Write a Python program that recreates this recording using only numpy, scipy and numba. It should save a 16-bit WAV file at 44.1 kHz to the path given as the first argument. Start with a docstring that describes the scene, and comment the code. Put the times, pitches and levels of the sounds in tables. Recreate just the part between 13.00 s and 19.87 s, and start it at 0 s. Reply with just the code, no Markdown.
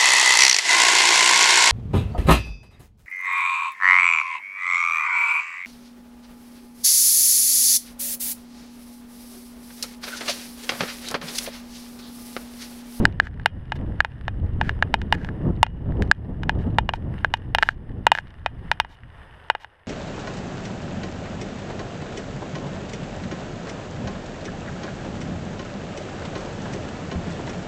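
"""Mountain bike on a dirt trail

The ride is heard from a body-worn camera in a plastic case. Air buffets the case while the tyres
crunch over grit, dry leaves and loose stones. Up front, bumps make the case rub and knock in its
mount. The gain control ducks after each loud knock, and the hardest ones overload."""
import sys
import numpy as np
from scipy import signal
from scipy.fft import rfft, irfft
from scipy.io import wavfile
from scipy.ndimage import uniform_filter1d
from numba import njit

SR = 44100
rng = np.random.default_rng(int(sys.argv[2]) if len(sys.argv) > 2 else 0)


def file_out(sig):
    """Save sig as 16-bit WAV at sys.argv[1]."""
    # one column per channel
    cols = np.atleast_2d(sig).T
    # limit, then scale
    lim = np.clip(cols, -1, 1)
    pcm = np.round(lim * 32767).astype(np.int16)
    wavfile.write(sys.argv[1], SR, pcm)


N = 302967
TIME = np.arange(N) / SR

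# airflow rumble on the case, easing as the bike slows: t/s, level/dB
AIRFLOW_LEVELS = [(0.0, -19), (0.13, -24.5), (0.5, -34.5), (0.99, -29), (1.05, -41.5), (1.42, -23),
                  (2.2, -33), (2.58, -25.5), (2.64, -29), (3.1, -27), (3.14, -32), (3.37, -27.5),
                  (5.3, -36.5), (5.38, -42.5), (5.63, -34.5), (5.99, -50.5), (6.05, -40.5), (6.87, -65)]
# gusts: centre t/s, length/s, rise/dB
GUST_SWELLS = [(0.015, 0.15, 10.5), (.85, 0.16, 11), (1.93, .14, 9), (2.2, 0.41, 10), (2.47, 0.16, 11.5),
               (2.99, 0.31, 8.5), (3.25, 0.18, 6), (3.63, .32, 10.5), (4.06, 0.2, 9.5), (4.5, 0.3, 6),
               (4.98, 0.39, 7.5)]
# deep thump of the big eddies: f/Hz, level/dB
BUFFET_SPECTRUM = [(12, -1), (30, 3), (80, 5.5), (130, 0.5), (190, -13.5), (280, -26), (500, -45.5),
                   (2000, -110)]
# low-mid flutter of the small eddies: f/Hz, level/dB
EDDY_SPECTRUM = [(80, -11), (170, 1.5), (250, -4.5), (350, -9.5), (480, -15.5), (650, -20.5), (900, -25.5),
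                 (1300, -35), (3000, -74.5), (9000, -110)]
# tyres biting into loose ground: centre t/s, length/s, rise/dB
TYRE_BITES = [(0, 0.37, 12), (.9, 0.4, 4), (1.8, 0.6, 4.5), (2.4, .4, 4), (3.05, 0.31, 5), (3.65, .22, 5.5),
              (4.19, 0.18, 9.5), (5.25, 0.15, 8), (5.68, 0.19, 8.5), (6.23, 0.28, 9), (6.44, 0.2, 7.5)]
# tone of the tread on dirt: f/Hz, level/dB
TREAD_SPECTRUM = [(150, -9), (400, 3), (900, 4.5), (1250, 0.5), (1800, 2), (2350, -9), (3200, -16.5),
                  (4350, -24), (6000, -31), (7400, -36.5), (10500, -27), (15000, -47.5)]
# case resonances that colour the tyres: f/Hz, width/Hz, level/dB
TREAD_RESONANCES = [(1820, 110, 1.5), (2890, 270, -5), (3500, 200, -13), (5000, 240, -20.5),
                    (8350, 380, -25), (10400, 110, -21)]
# case modes (two of the shell, then mount, bracket and the rest): f/Hz, t60/s, level/dB
CASE_MODES = [(755, 0.024, -15), (894, 0.019, 0.5), (1659, 0.01, 6.5), (1416, 0.014, -8.5),
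              (1050, .011, -8), (1975, 0.0064, -0.5), (2410, 0.016, -8), (2852, 0.015, 2.5),
              (3595, 0.02, -9.5), (5000, 0.011, -15), (7200, 0.005, -25), (8100, 0.013, -23),
              (10530, 0.0058, -9.5)]
# faint, longer rings of the fittings after a knock: f/Hz, t60/s, level/dB
FITTING_MODES = [(770, .05, -34), (1830, .05, -37), (2480, .06, -20), (2900, .5, -46), (3160, .12, -31),
                 (5250, .08, -40), (5440, .08, -38)]
# plastic and straps rubbing: start t/s, length/s, level/dB, mount ring/dB
RUB_CUES = [(0.0, 0.1, -53, 1), (0.207, 0.085, -45.5, 16), (0.75, 0.023, -48.5, 2), (1.615, 0.11, -47, 24),
            (2.13, 0.028, -35, 22), (2.144, 0.17, -52, 31), (3.016, 0.025, -48, 0), (3.596, 0.042, -57, 7),
            (3.94, 0.033, -52, 2), (4.365, 0.013, -52, 1), (4.591, 0.15, -44.5, 5), (5.114, 0.1, -41.5, 5),
            (5.881, 0.083, -58, -3), (6.592, 0.059, -53.5, -1.5)]
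# the case knocking in its mount: t/s, level/dB, mount ring/dB, contact corner f/Hz
KNOCK_CUES = [(0.0535, -6.5, 14, 1740), (0.2, -7.5, 15, 1420), (0.2706, -32, 14.5, 1700),
              (0.398, -38, 9.5, 1700), (0.4597, -8, 3.5, 3500), (0.721, -13.5, -1, 1790),
              (1.0047, -11.5, 14, 1670), (1.048, -14.5, 2.5, 1880), (1.2811, -13, -0.5, 1650),
              (1.6132, -7.5, -0.5, 1530), (1.6938, -21, 12, 1980), (1.8253, -7.5, 8, 1450),
              (1.9413, -7.5, -6, 2950), (2.017, -34, 7, 4500), (2.1254, -7, -0.5, 2900),
              (2.2475, -34.5, 3.5, 4500), (2.2888, -24.5, 12.5, 850), (2.63, 2.5, -8.5, 2400),
              (2.6656, -19.5, -5.5, 1880), (3.0228, -33.5, 13, 8100), (3.114, -4.5, 17, 1100),
              (3.434, -27, 3.5, 3000), (3.4944, -11, 2, 2490), (3.7853, -0.5, -6.5, 1590),
              (3.8913, -7.5, -7.5, 1450), (3.937, -12.5, -16, 1870), (4.2466, -5.5, 10, 970),
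              (4.3394, -12, -1.5, 3500), (4.549, -9, 0.5, 3900), (4.5853, -11, 1.5, 2470),
              (4.6263, -16, 13.5, 2750), (4.6308, -10, 7, 2280), (4.689, -15.5, 17.5, 1900),
              (5.0677, 4, -5.5, 1650), (5.118, 2.5, -11, 2410), (5.1513, -14.5, 7.5, 3200),
              (5.1756, -27.5, 13, 3300), (5.1865, -15, 9, 2300), (5.4616, -5, -10, 1560),
              (5.7155, -10.5, 3.5, 3300), (5.8007, -9, -0.5, 3600), (5.8482, -24.5, -2, 1300),
              (6.5006, -3, -2, 1630), (6.5509, -6.5, -3, 695), (6.646, -30.5, 3.5, 1800)]


def undb(db):
    """Decibels to gain."""
    return 10 ** (np.asarray(db) / 20)


def unit(x):
    """Scale to rms 1."""
    return x / np.sqrt(np.mean(x ** 2) + 1e-18)


def add(out, start_s, x):
    """Mix x into out from start_s."""
    i = max(0, int(start_s * SR))
    out[i:i + len(x)] += x[:max(0, len(out) - i)]


def swells(table):
    """A fader ride in dB, made of bell-shaped rises."""
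    return sum(db * np.exp(-(2 * (TIME - centre) / length) ** 2) for centre, length, db in table)


def wander(rate_hz):
    """Random modulator at rms 1: stepped values, smoothed twice."""
    hold = max(2, int(SR / rate_hz))
    steps = np.repeat(rng.standard_normal(N // hold + 1), hold)
    return unit(uniform_filter1d(uniform_filter1d(steps, hold), hold)[:N])


def colour(x, spectrum, resonances=()):
    """EQ by a smooth curve plus a few resonant peaks."""
    f = np.arange(len(x) // 2 + 1) * SR / len(x)
    hz, db = np.transpose(spectrum)
    power = undb(np.interp(np.log(f + 1), np.log(hz), db)) ** 2
    for centre, width, peak_db in resonances:
        power += undb(peak_db) ** 2 / (1 + ((f - centre) / width) ** 2) ** 2
    return irfft(rfft(x) * np.sqrt(power), len(x))


def grains(samples, per_s, spread_db):
    """Random clicks, many small and a few large."""
    fires = rng.random(samples) < per_s / SR
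    size = np.minimum(rng.exponential(size=samples), 2 * np.pi)
    return fires * undb(spread_db * size) * rng.choice([-1, 1], samples)


def contact(x, corner_hz, low_hz=620):
    """A soft contact loses treble; a small shell radiates no bass."""
    pole = np.exp(-2 * np.pi * corner_hz / SR)
    softened = signal.lfilter([(1 - pole) ** 2], np.poly([pole, pole]), x)
    return signal.sosfilt(signal.butter(2, low_hz, "high", fs=SR, output="sos"), softened)


def ring(modes, extra_db=0, samples=4096):
    """Damped modes struck together."""
    hz, t60, db = np.transpose(modes)
    t = TIME[:samples]
    waves = np.exp(-np.log(1000) * t / t60[:, None]) * np.cos(2 * np.pi * hz[:, None] * t)
    return -undb(db + extra_db) @ waves * np.heaviside(t, .5)


def case_ring(boom_db, mount_db, detune=.01, scatter_db=2.5):
    """The plastic case rings; the point of contact sets how much each mode speaks."""
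    modes = np.array(CASE_MODES, float)
    modes[:, 0] *= 1 + detune * rng.standard_normal(len(modes))
    extra_db = scatter_db * rng.standard_normal(len(modes))
    bracket_db = .3 * max(mount_db, 0)
    extra_db[:4] = boom_db, boom_db, mount_db, bracket_db
    return ring(modes, extra_db)


def wind(surge_db=1.57, flutter_db=2.5, buffet_db=-28, eddy_db=-37.5, cruise_db=-28):
    """Big slow eddies thump the case; gusts mostly shed smaller ones that flutter fast."""
    flow_db = np.interp(TIME, *np.transpose(AIRFLOW_LEVELS)) - cruise_db
    gust_db = swells(GUST_SWELLS)
    surge = undb(surge_db * wander(rate_hz=25.004))
    buffet = unit(colour(rng.standard_normal(N), BUFFET_SPECTRUM) * surge)
    flutter = rng.standard_normal(N) * undb(flutter_db * wander(rate_hz=70))
    eddies = unit(colour(flutter, EDDY_SPECTRUM) * surge)
    buffet *= undb(buffet_db + flow_db + .16 * gust_db)
    eddies *= undb(eddy_db + 1.16 * flow_db + gust_db)
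    return buffet + eddies


def tyres(rolling_db, crack_s=.00073):
    """Knobs crush grit and leaves in tiny bursts over a brighter rolling hiss."""
    cracks = np.abs(grains(N, per_s=300, spread_db=4))
    bursts = signal.lfilter([1], [1, -np.exp(-1 / (crack_s * SR))], cracks)
    grit = contact(unit(bursts * rng.standard_normal(N)), corner_hz=7000, low_hz=1200)
    patch_db = .7 * wander(rate_hz=35)  # the ground varies from patch to patch
    hiss = rng.standard_normal(N)
    return colour((grit + hiss) * undb(rolling_db + patch_db), TREAD_SPECTRUM, TREAD_RESONANCES)


def stones(rolling_db, count=130, spread_db=6, crumble_s=.0011):
    """Stones and twigs crunch at random, harder where the tyres bite, heard through the case."""
    out = np.zeros(N)
    for place, size in rng.random((count, 2)):
        i = int(place * N)
        body = case_ring(boom_db=-9.5, mount_db=-1)
        crumble = rng.standard_normal(len(body)) * np.exp(-TIME[:len(body)] / crumble_s)
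        tick = contact(signal.fftconvolve(crumble, body), corner_hz=1500, low_hz=2800)
        tick = contact(tick, corner_hz=5960)
        peak_db = rolling_db[i] + spread_db * (2 * size - 1)
        add(out, TIME[i], undb(peak_db) * tick / np.max(np.abs(tick)))
    return out


def rubs(trim_db=1.5):
    """Plastic and straps move in dense little slips that scratch brightly and ring the case."""
    out = np.zeros(N)
    for start_s, length_s, db, mount_db in RUB_CUES:
        samples = int(length_s * SR)
        arch = np.sin(np.pi * np.arange(samples) / samples)
        slips = grains(samples, per_s=6000, spread_db=3) * arch
        rub = signal.fftconvolve(slips, case_ring(boom_db=4.5, mount_db=mount_db))
        add(rub, 0, slips)
        rub = contact(rub, corner_hz=6000)
        rms = np.sqrt((np.sum(rub ** 2) + 1e-18) / samples)
        add(out, start_s, undb(db + trim_db) * rub / rms)
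    return out


def chatter(boom_db, chatter_s=.0053, slide_db=-20, slide_s=.014):
    """After a hit the parts keep touching for a few milliseconds, then slide to rest."""
    body = case_ring(boom_db, mount_db=2.5)
    t = TIME[:len(body)]
    rattle = np.exp(-t / chatter_s)
    slide = undb(slide_db) * np.exp(-t / slide_s)
    attack = 1 - rattle
    touches = attack * (rattle + slide) * rng.standard_normal(len(t))
    return signal.fftconvolve(touches, unit(body) / np.sqrt(len(t)))[:len(t)]


def rebound(clack, mount_db):
    """The shell touches again a millisecond or two later, hollowing its ring; the mount seats cleanly."""
    out = clack.copy()
    bounce_gain = .45 / (1 + undb(mount_db) / 2)
    add(out, rng.uniform(.0008, .0026), bounce_gain * clack)
    return out


def knocks(firm_hz=1900, boom_db_per_octave=3.5, chatter_db=-14, wall_hz=8500):
    """Each bump slaps the case against its mount: a clack, a brief chatter, faintly ringing fittings."""
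    out = np.zeros(N)
    for start_s, db, mount_db, corner_hz in KNOCK_CUES:
        # the shell's boom follows the contact corner, and drops a little when the mount takes the blow
        boom_db = -.24 + boom_db_per_octave * np.log2(corner_hz / firm_hz) - .1 * max(mount_db, 0)
        clack = case_ring(boom_db, mount_db)
        settling = undb(chatter_db) * chatter(boom_db - 8)
        knock = ring(FITTING_MODES, extra_db=1, samples=12000)
        add(knock, 0, rebound(clack, mount_db) + settling)
        add(out, start_s, undb(db) * contact(knock, corner_hz))
    # the case wall dulls the very top
    return signal.sosfilt(signal.butter(1, wall_hz, fs=SR, output="sos"), out)


def scene(tyre_db=-50.5, slows_at_s=4.9, fade_db_per_s=1):
    """Mono mix; tyres and stones share one fader that swells with each bite and eases as the bike slows."""
    rolling_db = tyre_db - fade_db_per_s * np.maximum(TIME - slows_at_s, 0) + swells(TYRE_BITES)
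    return (knocks() + rubs() + stones(rolling_db) + wind() + tyres(rolling_db))[None]


@njit
def follow(x, attack_s, release_s):
    """Envelope follower with separate attack and release."""
    out, level = np.empty(len(x)), 0.
    for i in range(len(x)):
        level += (x[i] - level) / (SR * (attack_s if x[i] > level else release_s))
        out[i] = level
    return out


def record(dry, lag_s=.005, threshold=.2, top_hz=15000):
    """Gain control reacts too late for a hard knock, so the knock overloads and what follows ducks."""
    level = follow(np.minimum(np.abs(dry[0]), 1), attack_s=.0037, release_s=.23)
    late_level = np.interp(TIME - lag_s, TIME, level)
    ducked = dry / np.maximum(1, late_level / threshold)
    saturated = ducked / (1 + ducked ** 6) ** (1 / 6)
    return signal.sosfilt(signal.ellip(8, .1, 80, top_hz, fs=SR, output="sos"), saturated)


dry = scene()
out = record(dry)
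file_out(out)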